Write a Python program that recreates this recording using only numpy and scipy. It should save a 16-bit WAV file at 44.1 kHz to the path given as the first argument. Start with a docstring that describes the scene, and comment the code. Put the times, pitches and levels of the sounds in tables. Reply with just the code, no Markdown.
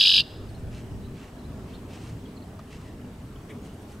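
"""A red-winged blackbird on a concrete ledge by a lake ends a buzzy trill: one tiny syllable of
up and down sweeps from both sides of the syrinx, about 47 times a second, echoed by the shore.
It stops at 0.2 s, leaving low outdoor rumble and faint ticking. The rumble swells briefly, then
light wind gusts on the microphone. Far birds chirp from 0.5 s and soft scuffs follow from 0.7 s.
A light tap comes at 2.6 s, another bird's hoarse chuck at 3.5 s."""
import sys
import numpy as np
from scipy import signal
from scipy.fft import rfft, irfft, next_fast_len
from scipy.io import wavfile
from scipy.ndimage import uniform_filter1d

SR = 44100
rng = np.random.default_rng(int(sys.argv[2]) if len(sys.argv) > 2 else 0)


def unload_wav(signal):
    """Save mono or channel-first audio to the path in sys.argv[1] as 16-bit WAV at rate SR, clipped to [-1, 1]."""
    wavfile.write(
        sys.argv[1],
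        SR,
        np.round(np.clip(np.atleast_2d(signal).T, -1, 1) * 32767).astype(np.int16),
    )


N = 176400
T = np.arange(N) / SR


def amp(db):
    """Decibels to gain."""
    return 10 ** (np.asarray(db) / 20)


def unit(x):
    """Scale to rms 1."""
    return x / np.sqrt(np.mean(x ** 2) + 1e-20)


def curve(points, at, column=1):
    """Table column, linearly interpolated."""
    table = np.array(points)
    return np.interp(at, table[:, 0], table[:, column])


def log_curve(points, hz):
    """Table interpolated over log frequency."""
    f, value = np.transpose(points)
    return np.interp(np.log(hz + 1), np.log(f), value)


def add(mix, t_s, sound):
    """Mix a sound in at t_s."""
    at = round(t_s * SR)
    sound = sound[max(-at, 0):]
    part = mix[max(at, 0):][:len(sound)]
    part += sound[:len(part)]


def coloured(x, spectrum):
    """Filter by a spectrum."""
    size = next_fast_len(N + 4096)
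    gain = amp(log_curve(spectrum, np.fft.rfftfreq(size, 1 / SR)))
    return irfft(rfft(x, size) * gain, size)[:N]


def noise(spectrum):
    """Steady coloured noise, rms 1."""
    return unit(coloured(rng.standard_normal(N), spectrum))


def band(hz, width_hz):
    """Gaussian noise band, rms 1."""
    f = np.fft.rfftfreq(N, 1 / SR)
    return unit(irfft(rfft(rng.standard_normal(N)) * np.exp(-.5 * ((f - hz) / width_hz) ** 2), N))


def arch(t_s, length_s):
    """Half-sine envelope."""
    return np.sin(np.pi * np.clip((T - t_s) / length_s, 0, 1))


def reverb(x, wet_db, t60_s):
    """Diffuse outdoor tail, different at each ear."""
    tail = rng.standard_normal((2, SR)) * amp(-60 * T[:SR] / t60_s)
    tail = tail + .5 * tail[::-1]
    return amp(wet_db) * signal.fftconvolve(x[None], tail / np.linalg.norm(tail[0]), axes=1)[:, :N]


# syrinx side A, rise then steep fall: t/ms, f/Hz, level/dB
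SWEEP_A = [(-2.5, 2500, -22), (-.4, 2810, -5), (.2, 3290, 2), (1.3, 4290, -4), (1.8, 5300, -26),
           (3.6, 6320, -19), (4.4, 5360, -19), (5.8, 4770, 1), (6.6, 3850, -1), (7.5, 3660, -1),
           (8.1, 3100, -13), (13.6, 3550, -15), (17.3, 3300, -11)]
# side B, low note then tumbling high note: t/ms, f/Hz, level/dB
SWEEP_B = [(1, 2550, -21), (2.5, 2990, -4), (4.7, 2870, -10), (6.2, 2970, -31), (8.1, 4700, -15),
           (11.1, 4950, -12), (15.6, 5150, -8), (16.6, 4550, -9), (18, 3800, -2), (19, 3400, -10),
           (20.6, 3120, -8), (21.9, 2690, -28)]
# harmonics 2-4: level/dB
HARMONICS_DB = [-32, -41, -58]


def syllable(voice, t_s, level_db, pitch_ratio, cutoff_ms=np.inf):
    """Each side of the syrinx sweeps a nearly pure tone, mixed into voice."""
    ms = np.arange(-130, 1100) / SR * 1000
    for sweep in (SWEEP_A, SWEEP_B):
        detune, scatter_db = rng.normal(0, .008), rng.normal(0, .7)
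        waver = .009 * unit(uniform_filter1d(rng.standard_normal(len(ms)), size=40))
        hz = curve(sweep, ms) * pitch_ratio * (1 + detune + waver)
        phase = 2 * np.pi * np.cumsum(hz) / SR + rng.uniform(0, 2 * np.pi)
        tone = np.sin(phase) + sum(amp(db) * np.sin(k * phase) for k, db in enumerate(HARMONICS_DB, 2))
        gate = (ms > sweep[0][0]) & (ms < min(sweep[-1][0], cutoff_ms))
        envelope = amp(curve(sweep, ms, column=2) + level_db + scatter_db) * gate
        add(voice, t_s + ms[0] / 1000, uniform_filter1d(envelope, size=20) * tone)


# syllables: t/s, level/dB, pitch ratio
TRILL = [(-.0093, 2, 1), (0.011, 1.5, 1), (.033, -1.5, 0.99), (.054, 0.5, 0.98), (.0755, -0.5, 1),
         (0.0976, -2.5, 1), (0.1186, -3.5, 0.99), (.140, -2, 1), (0.1612, -2, 0.99), (.181, -3.5, 0.96)]
# throat and beak response: f/Hz, level/dB
THROAT_RESPONSE = [(1000, -28.5), (2050, -16), (2500, 3), (3000, -2), (4000, -1.5), (4450, -5), (5100, 1),
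                   (5600, -11), (6050, -2.5), (7000, -2.5)]
# hiss in the voice: f/Hz, level/dB
RASP_SPECTRUM = [(500, -6.5), (1200, -3.5), (2100, -5), (4000, 10), (6500, -2), (8500, -5), (10200, -3),
                 (12200, -21), (14700, -6), (15500, -20)]


def blackbird():
    """Syllables through throat and beak; rasp and undertone follow their level."""
    voice = np.zeros(N)
    for row in TRILL:
        syllable(voice, *row)
    syllable(voice, t_s=.2005, level_db=-5.5, pitch_ratio=.97, cutoff_ms=6.6)
    effort = np.sqrt(abs(uniform_filter1d(voice ** 2, size=400)))
    rasp = amp(-23) * noise(RASP_SPECTRUM)
    undertone = amp(-36) * band(hz=1691, width_hz=86)
    return amp(-3.5) * (coloured(voice, THROAT_RESPONSE) + effort * (rasp + undertone))


# near reflections: delay/ms, level/dB, pan (+1 left)
REFLECTIONS = [(1.3, -10, .2), (3.0, -12, -.3), (5.7, -17, .35), (7.4, -15, -.35), (11.0, -17, .3),
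               (14.3, -16, -.3)]


def shore_echoes(voice):
    """Direct sound, near reflections and the shore's tail."""
    near = np.array([voice, voice])
    for delay_ms, db, pan in REFLECTIONS:
        for ear, sign in zip(near, (1, -1)):
            add(ear, delay_ms / 1000, amp(db) * (1 + sign * pan) * voice)
    return near + reverb(voice, wet_db=-29, t60_s=.82)


# rumble and hiss: f/Hz, level/dB
RUMBLE_SPECTRUM = [(15, -44), (25, -13.5), (75, -3), (119, -3), (152, -6.5), (274, -6.5), (349, -15.5),
                   (389, -10), (552, -21.5), (614, -18), (722, -21.5), (895, -23.5), (2420, -34.5),
                   (4040, -38.5), (4870, -40), (8130, -43.5), (15500, -50.5)]
# left-right likeness: f/Hz, correlation
RUMBLE_CORRELATION = [(30, 1), (350, 0.99), (650, 0.78), (1100, 0.624), (2500, 0.23), (6000, 0.41),
                      (10000, .98)]
# slow drift: t/s, level/dB
RUMBLE_DRIFT = [(0, 1), (.7, 1), (1.2, 1), (1.8, 2), (2.3, 1), (2.9, 0), (3.3, 1), (3.6, 2), (4, 1)]


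def rumble(level_db=-41.5, patch_db=1.5):
    """Distant rumble and hiss in drifting patches."""
    hz = np.fft.rfftfreq(2048, 1 / SR)
    a, b, c, d, patches = rng.standard_normal((N // 512 + 5, len(hz), 5)).T
    patches = uniform_filter1d(patches, size=16, axis=0)
    patches = unit(uniform_filter1d(patches, size=8, axis=1))
    gain = amp(log_curve(RUMBLE_SPECTRUM, hz)[:, None] + patch_db * patches)
    correlation = log_curve(RUMBLE_CORRELATION, hz)[:, None]
    left = a + 1j * b
    right = correlation * left + np.sqrt(1 - correlation ** 2) * (c + 1j * d)
    _, air = signal.istft(np.array([left, right]) * gain, nperseg=2048, noverlap=1536)
    return unit(air[:, :N]) * amp(level_db + curve(RUMBLE_DRIFT, T))


def far_ticking(rate_hz=29.5):
    """Faint ticking that comes and goes over a thin whine, like insects."""
    pulses = (.5 + .5 * np.cos(2 * np.pi * rate_hz * T)) ** 3
    envelope = unit(pulses * amp(2 * band(hz=0, width_hz=3.5)))
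    ticks = amp(-72) * envelope * band(hz=2900, width_hz=200)
    whine = amp(-77) * band(hz=7900, width_hz=67)
    return ticks + whine


def rumble_swell():
    """One band of the distant rumble swells briefly."""
    return amp(-44) * arch(t_s=.25, length_s=.27) * band(hz=330, width_hz=175)


# buffeting: f/Hz, level/dB
WIND_SPECTRUM = [(20, -8), (45, -5), (80, 1), (130, -2), (220, -13.5), (600, -61), (3000, -89)]
# gusts: t/s, level/dB
WIND_GUSTS = [(0, -69), (.3, -58), (.4, -40.5), (.58, -43.5), (.68, -33.5), (.78, -45), (.95, -37),
              (1.12, -42), (1.3, -65), (1.55, -45.5), (1.75, -47), (2.05, -64), (2.87, -54.5), (2.96, -47),
              (3.15, -59), (4, -66.5)]


def wind():
    """Light gusts on the microphone, mostly common to both channels."""
    common = noise(WIND_SPECTRUM)
    separate = amp(-10.5) * np.array([noise(WIND_SPECTRUM), noise(WIND_SPECTRUM)])
    return (common + separate) * amp(curve(WIND_GUSTS, T))


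# chirps: t/s, length/s, start f/Hz, end f/Hz, level/dB
FAR_CHIRPS = [(0.48, 0.023, 4900, 4100, -57), (.495, .02, 8500, 8500, -63), (.54, 0.023, 3870, 4220, -57.5),
              (0.543, .02, 8460, 8760, -62), (0.59, .018, 8450, 8460, -62), (1.02, 0.058, 3950, 4080, -61),
              (1.383, .025, 4250, 4070, -59), (1.435, 0.032, 3600, 4150, -59),
              (1.727, 0.032, 3030, 4480, -52.5), (1.743, .025, 4700, 3850, -55.5),
              (2.253, 0.013, 3510, 2700, -52.5), (2.36, 0.024, 4700, 3920, -55),
              (2.417, .02, 4250, 4050, -58), (2.432, 0.022, 3610, 2960, -63),
              (2.84, .07, 2030, 2004, -55.5), (3.357, 0.0093, 2600, 3510, -51),
              (3.399, 0.014, 3430, 3280, -59), (3.62, .028, 6800, 6700, -61),
              (3.734, 0.019, 8700, 8900, -61), (3.81, .03, 8800, 8650, -62)]


def far_birds():
    """Thin wavering glides, blurred by distance."""
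    chirps = np.zeros(N)
    waver_hz = 130 * band(hz=0, width_hz=130)
    for t_s, length_s, start_hz, end_hz, db in FAR_CHIRPS:
        progress = np.arange(0, 1, 1 / (length_s * SR))
        hz = start_hz + (end_hz - start_hz) * progress + waver_hz[round(t_s * SR):][:len(progress)]
        tone = np.sin(2 * np.pi * np.cumsum(hz) / SR)
        add(chirps, t_s, amp(db) * np.sin(np.pi * progress) * tone)
    return chirps + reverb(chirps, wet_db=-4, t60_s=.2)


# scrapes: t/s, length/s, level/dB, tilt/(dB/octave)
SCUFF_STROKES = [(0.695, 0.14, -53, -2), (1.12, 0.2, -55.5, -3.5), (1.655, 0.12, -55, -5),
                 (1.875, 0.13, -52, -2.5), (1.954, 0.2, -55, -0.5), (2.679, 0.11, -52.5, -2.5),
                 (2.755, 0.18, -61, 0), (3.626, .07, -60, 2), (3.865, 0.097, -60.5, 5)]
# scrape noise before tilt: f/Hz, level/dB
SCUFF_SPECTRUM = [(300, -10), (1000, -8.5), (2700, 1.5), (3800, -4), (6000, -5), (8500, -8), (11000, -16),
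                  (15000, -28)]


def scuffs():
    """Soft gritty scrapes, some dull, some bright."""
    scrapes = np.zeros(N)
    grit = unit(amp(2 * band(hz=0, width_hz=147)))
    for t_s, length_s, db, tilt in SCUFF_STROKES:
        spectrum = [(hz, level + tilt * np.log2(hz / 1000)) for hz, level in SCUFF_SPECTRUM]
        scrapes += amp(db) * arch(t_s, length_s) * grit * noise(spectrum)
    return scrapes + reverb(scrapes, wet_db=-5, t60_s=.3)


# tap noise: f/Hz, level/dB
TAP_SPECTRUM = [(200, -14), (600, 2), (1250, 4), (2500, -9), (6000, -16), (9000, -32), (15000, -32)]


def tap(t_s=2.592, decay_s=.009, level_db=-42):
    """One light tap: a fast-decaying noise burst."""
    envelope = (T > t_s) * np.exp(-abs(T - t_s) / decay_s)
    return amp(level_db) * envelope * noise(TAP_SPECTRUM)


# hoarse part of the call: f/Hz, level/dB
CHUCK_SPECTRUM = [(1200, -25), (1900, -4), (2350, -1), (2800, -13), (3500, -6), (4200, -32), (9000, -21),
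                  (15000, -37)]


def chuck(pitch_hz=2350):
    """A far bird's short call: noise around a wavering tone."""
    waver_hz = 130 * band(hz=0, width_hz=130)
    tone = amp(-50) * np.sin(2 * np.pi * np.cumsum(pitch_hz + waver_hz) / SR)
    call = arch(t_s=3.487, length_s=.04) * (tone + amp(-49) * noise(CHUCK_SPECTRUM))
    return call + reverb(call, wet_db=-4, t60_s=.2)


def scene():
    """The blackbird in front of the lakeside."""
    trill = shore_echoes(blackbird())
    background = rumble() + far_ticking() + rumble_swell() + wind()
    return trill + background + far_birds() + scuffs() + tap() + chuck()


def record(dry, threshold_db=-17, ratio=2.67, release_db_per_s=80, ceiling_db=-3.5, knee=3.94):
    """Gain control holds the trill down; then soft clip and low-pass."""
    power_db = 10 * np.log10(abs(uniform_filter1d((dry ** 2).mean(0), size=600)) + 1e-12)
    release_db = T * release_db_per_s
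    peak_db = np.maximum.accumulate(power_db + release_db) - release_db
    over_db = np.maximum(peak_db - threshold_db, 0)
    held = dry / amp((1 - 1 / ratio) * uniform_filter1d(over_db, size=200))
    rounded = held / (1 + abs(held / amp(ceiling_db)) ** knee) ** (1 / knee)
    lowpass = signal.firwin(511, cutoff=15750, window=("kaiser", 9), fs=SR)
    return signal.oaconvolve(rounded, lowpass[None], "same")


dry = scene()
out = record(dry)
unload_wav(out)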